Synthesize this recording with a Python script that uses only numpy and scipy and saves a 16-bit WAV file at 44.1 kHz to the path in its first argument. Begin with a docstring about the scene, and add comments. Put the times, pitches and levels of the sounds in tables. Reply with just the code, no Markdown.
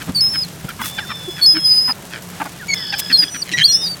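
"""Ducks, pigeons and gulls crowd over thrown food on concrete, a metre below a phone with one microphone; 4 s.
Throughout: filtered-noise rustle, town rumble (sinking over the first 2 s) and hum; patter of noise grains.
From 0 s ducks quack (pulsed, ringing throats); soft noise bumps at 0.07 and 0.63 s; gull whistles (gliding
sines) at 0.15 and 1.4 s; a grain scratch at 0.8 s, then a thin squeal; short notes from 0.7 s. From 2.7 s
a yelp and one hoarse call, a scratch at 3 s, then whistles, squeals, notes and quacks crowd together to the end."""
import sys
import numpy as np
from scipy import signal
from scipy.fft import rfft, irfft
from scipy.io import wavfile
from scipy.ndimage import uniform_filter1d, map_coordinates

SR = 44100
rng = np.random.default_rng(int(sys.argv[2]) if len(sys.argv) > 2 else 0)


def amplitude_ratio(level_db):
    """Convert a level in decibels to the matching linear amplitude (field) ratio."""
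    exponent = np.asarray(level_db, float) / 20
    return 10 ** exponent


def output_pcm(signal):
    """Save a mono or channel-first signal as 16-bit PCM at the path in sys.argv[1].

    Samples are clipped to [-1, 1] before scaling.
    """
    pcm = np.clip(np.atleast_2d(signal).T, -1, 1) * 32767
    wavfile.write(sys.argv[1], SR, np.round(pcm).astype(np.int16))


N = 176400

# Town rumble spectrum. Each row: frequency in Hz, relative level in dB per Hz.
TOWN_SPECTRUM = [(25,-22),(150,-2),(900,-44.5)]
# Town rumble level. Each row: time in seconds, level in dB.
TOWN_LEVEL = [(0, -36.5), (2, -41.5)]
# Hum lines. Each row: frequency in Hz, level in dB.
HUM_LINES = [(147,-51.5),(177,-42.5)]
# Flock rustle spectrum. Each row: frequency in Hz, relative level in dB per Hz.
RUSTLE_SPECTRUM = [(300,1),(1500,-6),(13300,-15),(16500,-32)]
# Soft bumps near the microphone. Each row: start in seconds, length in seconds, peak level in dB, centre in Hz.
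BUMPS = [(0.066, 0.058, -19.5, 159), (0.632, 0.035, -24.5, 120)]
# Bills and claws on concrete. Each row: start in seconds, length in seconds, peak level in dB.
SCRATCHES = [(0.794,0.13,-25.5),(2.982,0.029,-18.5)]
# Duck quacks. Each row: start in seconds, level in dB, first throat resonance in Hz, mean pulse rate in Hz.
QUACKS = [(.001,-30.5,1620,315),(0.333,-26.5,1590,267),(0.679,-30.5,1600,243),(0.788,-22.5,1056,246.3),(0.831,-26,1350,265.4),(0.975,-21.5,1510,813),
          (1.086,-25,1240,215.8),(1.361,-30,1650,169.3),(1.541,-25,1540,188.7),(1.875,-22,916,237),(2.1,-31,1610,110.7),
          (2.397,-19.5,826,274),(2.446,-27.5,765,306),(2.922,-18.5,1726,833),(3.094,-19.5,1680,274.4),
          (3.219,-24,1790,294.2),(3.336,-27.5,1620,257.3),(3.452,-32,2060,131),(3.511,-23.5,2760,330),(3.566,-15.5,2000,150.5)]
# Throat resonances. Each row: ratio to the first, bandwidth over first resonance, level in dB.
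THROAT = [(1, .28, 5), (1.5, .16, 0), (1.97, .16, -1), (2.8, 1, -4)]
# Short notes, peeps and grunts. Each row: start in seconds, length in seconds, from Hz, to Hz, level in dB.
CHIRPS = [(0.683,0.016,1490,1280,-27),(1,0.062,2095,1400,-32),
          (1.273,0.03,373,352,-23),(1.535,0.061,310,316,-21.5),
          (2.592,0.064,2010,1326,-33),(2.741,.13,2220,1764,-36.5),(3.417,0.017,5000,4240,-17),
          (3.606,0.024,3110,3200,-14.5),(3.607,0.023,1700,1750,-18),(3.624,0.019,3100,3400,-11.5),
          (3.862,0.026,4700,4230,-23.5)]
# Gull voices. Each holds: number of the tracked partial, list of levels of partials 1, 2, .. in dB.
WHISTLE_VOICE = 1, [0, -21, -26]
SQUEAL_VOICE = 2, [-19, 0, -9]
YELP_VOICE = 1, [0, -5, -9]
HOARSE_VOICE = 2, [-12.5, -5, 0]
# Gull calls, one curve each. Each row of a curve: time in seconds, tracked partial in Hz, level in dB.
WHISTLES = [
    [(.147,4730,-20),(.165,4506,-9),(.205,4430,-20.5),(.21,5170,-10.5),(.288,5145,-17.5),(.302,5355,-23.5),(.34,5213,-18.5),(.434,5020,-20.5),(.438,4400,-26),(.46,3940,-41)],
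    [(1.412,4480,-28),(1.43,4428,-8),(1.459,4380,-12),(1.463,5143,-7),(1.538,5016,-15.5),(1.55,5230,-22),(1.64,5085,-18.5),(1.66,5023,-11),(1.925,5020,-18)],
    [(3.126,4465,-7.5),(3.172,4157,-14.5),(3.178,5180,-17.5),(3.192,4924,-9.5),(3.243,4840,-15)],
    [(3.638,4080,-12),(3.66,4660,-6.5),(3.678,4800,-30)],
    [(3.645,4380,-23),(3.71,4270,-12),(3.735,4460,-28)],
    [(3.72,5030,-19),(3.752,5176,-8.5),(3.785,5500,-27.5),(3.88,4680,-19.5),(3.95,4580,-28.5)],
]
SQUEALS = [
    [(.82,3400,-36.5),(1.06,3556,-35.5),(1.68,3297,-38.5)],
    [(3.245,5960,-37),(3.42,5790,-29.5)],
    [(3.64,3230,-31),(3.89,3810,-36)],
    [(3.678,5730,-24.5),(3.88,5830,-38)],
]
YELPS = [
    [(2.682,2247,-28),(2.742,2174,-14.5)],
    [(3.535,1936,-23),(3.578,1925,-23)],
]
# One hoarse gull call, then the fainter raspy band beside it. Each row of a curve: as for the calls above,
# time in seconds, tracked partial in Hz, level in dB.
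HOARSE_CALL_BANDS = [
    [(2.735,3455,-29),(3.3,3344,-35)],
    [(2.77,3010,-40.5),(2.98,3086,-35.5)],
]

RUSTLE_HISS_DB, RUSTLE_FLICKER_DB = -41, 2.2  # hiss level before the octave split
SCRATCH_CENTRE_HZ, SCRATCH_GRAINS_PER_S, GRAIN_SPREAD_DB = 9000, 900, 2.5
QUACK_PULSES, QUACK_MIN_S = 10.48, .034
PULSE_JITTER_RATIO, QUACK_SAG_RATIO = .11, .2
PULSE_SPREAD_DB, BREATH_DB, CHEST_DB = 4.28, -5, -7.5
EDGE_S = 0.0019
TREMBLE_RATIO, HOARSE_TREMBLE_RATIO = 0.0047, .016  # pitch
TREMBLE_DB, SQUEAL_TREMBLE_DB, YELP_THROB_DB, HOARSE_TREMBLE_DB = 2.14, 4.28, 6, 5


def unit(x):
    """Scales to rms 1."""
    return x / np.sqrt(np.mean(x ** 2) + 1e-18)


def band(x, centre_hz, width_hz, order=1):
    """Band-pass about a geometric centre; upper edge capped at 0.45 SR."""
    low_hz = np.sqrt(centre_hz ** 2 + width_hz ** 2 / 4) - width_hz / 2
    high_hz = min(low_hz + width_hz, .45 * SR)
    sos = signal.butter(order, [low_hz, high_hz], "bandpass", fs=SR, output="sos")
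    return signal.sosfilt(sos, x)


def coloured(points):
    """Noise of rms 1 whose spectrum follows (Hz, dB) points on a log-frequency axis."""
    hz = np.arange(N // 2 + 1) * SR / N + 1  # +1 avoids log(0)
    p = np.array(points)
    gain_db = np.interp(np.log(hz), np.log(p[:, 0]), p[:, 1])
    return unit(irfft(rfft(rng.standard_normal(N)) * amplitude_ratio(gain_db), N))


def walk(changes_per_s, size=N):
    """Slewed random levels, spread near 1."""
    hold = max(int(SR / changes_per_s), 2)
    steps = np.repeat(rng.standard_normal(size // hold + 1), hold)
    smooth = uniform_filter1d(uniform_filter1d(steps, hold), hold)
    return 1.2 * smooth[:size]


def add(out, x, start_s):
    """Mixes x into out in place, cut at the end of out."""
    i = max(int(start_s * SR), 0)
    out[i:i + len(x)] += x[:len(out) - i]


def town_rumble():
    """Low coloured noise at a slowly changing level."""
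    t = np.arange(N) / SR
    level_db = np.interp(t, *np.array(TOWN_LEVEL).T)
    return coloured(TOWN_SPECTRUM) * amplitude_ratio(level_db)


def hum():
    """Wavering lines: noise through 4 Hz wide bands."""
    return sum(amplitude_ratio(db) * unit(band(rng.standard_normal(N), hz, 4)) for hz, db in HUM_LINES)


def flock_rustle():
    """Coloured hiss split into six octaves, each flickering on its own."""
    hiss = coloured(RUSTLE_SPECTRUM)
    out = np.zeros(N)
    for hz in 400 * 2 ** np.arange(6):
        level_db = RUSTLE_HISS_DB + RUSTLE_FLICKER_DB * walk(15)
        out += band(hiss, hz, 0.85 * hz) * amplitude_ratio(level_db)
    return out


def grit(grains_per_s, centre_hz):
    """Random grains of mixed size, each a short decaying noise tail, in a broad band; rms 1."""
    struck = rng.random(N) < grains_per_s / SR
    hits = struck * amplitude_ratio(GRAIN_SPREAD_DB * rng.exponential(size=N))
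    decay = np.exp(-1 / (0.0012 * SR))  # power falls by e in 1.2 ms
    tail = np.sqrt(signal.lfilter([1], [1, -decay], hits ** 2))
    return unit(band(tail * rng.standard_normal(N), centre_hz, 3.7 * centre_hz))


def patter():
    """Stray patter of feet: sparse faint grains."""
    return amplitude_ratio(-43) * grit(200, 3600)


def bumps():
    """Soft bumps: swelling bursts of low band noise."""
    out = np.zeros(N)
    for start_s, length_s, db, hz in BUMPS:
        n = int(length_s * SR)
        thud = unit(band(rng.standard_normal(n), hz, 0.46 * hz))
        add(out, amplitude_ratio(db) * np.hanning(n) * thud, start_s)
    return out


def scratches():
    """Bills and claws scrape the concrete: dense bright grains that swell and fade."""
    out = np.zeros(N)
    scrape = grit(SCRATCH_GRAINS_PER_S, SCRATCH_CENTRE_HZ)
    for start_s, length_s, db in SCRATCHES:
        i, n = int(start_s * SR), int(length_s * SR)
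        swell = np.sin(np.pi * np.linspace(0, 1, n))
        add(out, amplitude_ratio(db) * swell * scrape[i:i + n], start_s)
    return out


def throat(drive, first_hz):
    """Resonances of alternating sign ring to the drive; rms 1."""
    out = np.zeros(len(drive))
    for k, (ratio, width, db) in enumerate(THROAT):
        ring = band(drive, first_hz * ratio, first_hz * width, order=2)
        out += (-1) ** k * amplitude_ratio(db) * unit(ring)
    return unit(out)


def ducks():
    """Uneven pulses and puffs of air ring the throat; the pulse rate also sounds as a chest tone."""
    out = np.zeros(N)
    for start_s, db, throat_hz, pulse_hz in QUACKS:
        n = int(max(QUACK_PULSES / pulse_hz, QUACK_MIN_S) * SR)
        u = np.linspace(0, 1, n)
        cycle = np.cumsum(pulse_hz * (1 + PULSE_JITTER_RATIO * walk(200, size=n))) / SR
        puffs = np.exp(-(cycle % 1) / 2.7) * rng.standard_normal(n)  # weakens within each cycle
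        pulses = np.diff(np.floor(cycle), prepend=0) * amplitude_ratio(PULSE_SPREAD_DB * rng.standard_normal(n))
        drive = unit(pulses) + amplitude_ratio(BREATH_DB) * unit(puffs)
        chest = amplitude_ratio(CHEST_DB) * np.sin(2 * np.pi * cycle)
        voice = throat(drive, throat_hz) + chest
        # pitch and throat sag together
        read_at = np.cumsum(1 - QUACK_SAG_RATIO * (u - .5))
        voice = map_coordinates(voice, [read_at], mode="nearest")
        add(out, amplitude_ratio(db) * np.sin(np.pi * u) * voice, start_s)
    return out


def call(out, curve, voice, tremble_ratio, tremble_db, changes_per_s):
    """One curve: sine partials on a pitch line that trembles in pitch and, partial by partial, in level."""
    c = np.array(curve, float)
    tracked, partials_db = voice
    t = np.arange(c[0, 0], c[-1, 0], 1 / SR)
    n = len(t)
    hz = np.interp(t, c[:, 0], c[:, 1]) * (1 + tremble_ratio * walk(changes_per_s, size=n))
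    phase = 2 * np.pi * np.cumsum(hz) / SR
    edge = np.clip(np.minimum(t - t[0], t[-1] - t) / EDGE_S, 0, 1)
    tone = np.zeros(n)
    for k, db in enumerate(partials_db):
        level = amplitude_ratio(db + tremble_db * walk(changes_per_s, size=n))
        tone += level * np.sin((k + 1) / tracked * phase)
    level = np.sqrt(2) * amplitude_ratio(np.interp(t, c[:, 0], c[:, 2]))  # dB are rms
    add(out, edge * level * tone, c[0, 0])


def chirps():
    """Short sine notes swell and fade while the pitch glides unsteadily, fast at first."""
    out = np.zeros(N)
    for start_s, length_s, from_hz, to_hz, db in CHIRPS:
        note = np.zeros(int(length_s * SR))
        middle_hz = to_hz + 0.38 * (from_hz - to_hz)
        curve = [(0, from_hz, db), (length_s / 2, middle_hz, db), (length_s, to_hz, db)]
        call(note, curve, WHISTLE_VOICE, HOARSE_TREMBLE_RATIO, TREMBLE_DB, 157)
        add(out, np.sqrt(np.hanning(len(note))) * note, start_s)
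    return out


def gulls():
    """Clean whistles and squeals, throbbing yelps and one hoarse call, with a fainter raspy band beside it."""
    out = np.zeros(N)
    for curve in WHISTLES:
        call(out, curve, WHISTLE_VOICE, TREMBLE_RATIO, TREMBLE_DB, 60)
    for curve in SQUEALS:
        call(out, curve, SQUEAL_VOICE, TREMBLE_RATIO, SQUEAL_TREMBLE_DB, 40)
    for curve in YELPS:
        call(out, curve, YELP_VOICE, TREMBLE_RATIO, YELP_THROB_DB, 200)
    for curve in HOARSE_CALL_BANDS:
        call(out, curve, HOARSE_VOICE, HOARSE_TREMBLE_RATIO, HOARSE_TREMBLE_DB, 500)
    return out


def scene():
    """One microphone hears everything; both channels carry nearly the same sound."""
    background = town_rumble() + hum() + flock_rustle()
    jostle = patter() + bumps() + scratches()
    mono = background + jostle + ducks() + chirps() + gulls()
    side = amplitude_ratio(-30.5) * walk(300) * mono
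    return np.array([mono + side, mono - side])


def low_pass(x):
    """Removes everything above the highest recorded frequency."""
    return signal.sosfilt(signal.butter(12, 16730, fs=SR, output="sos"), x)


def record(dry):
    """The phone stores the finished mix."""
    return low_pass(dry)


dry = scene()
out = record(dry)
output_pcm(out)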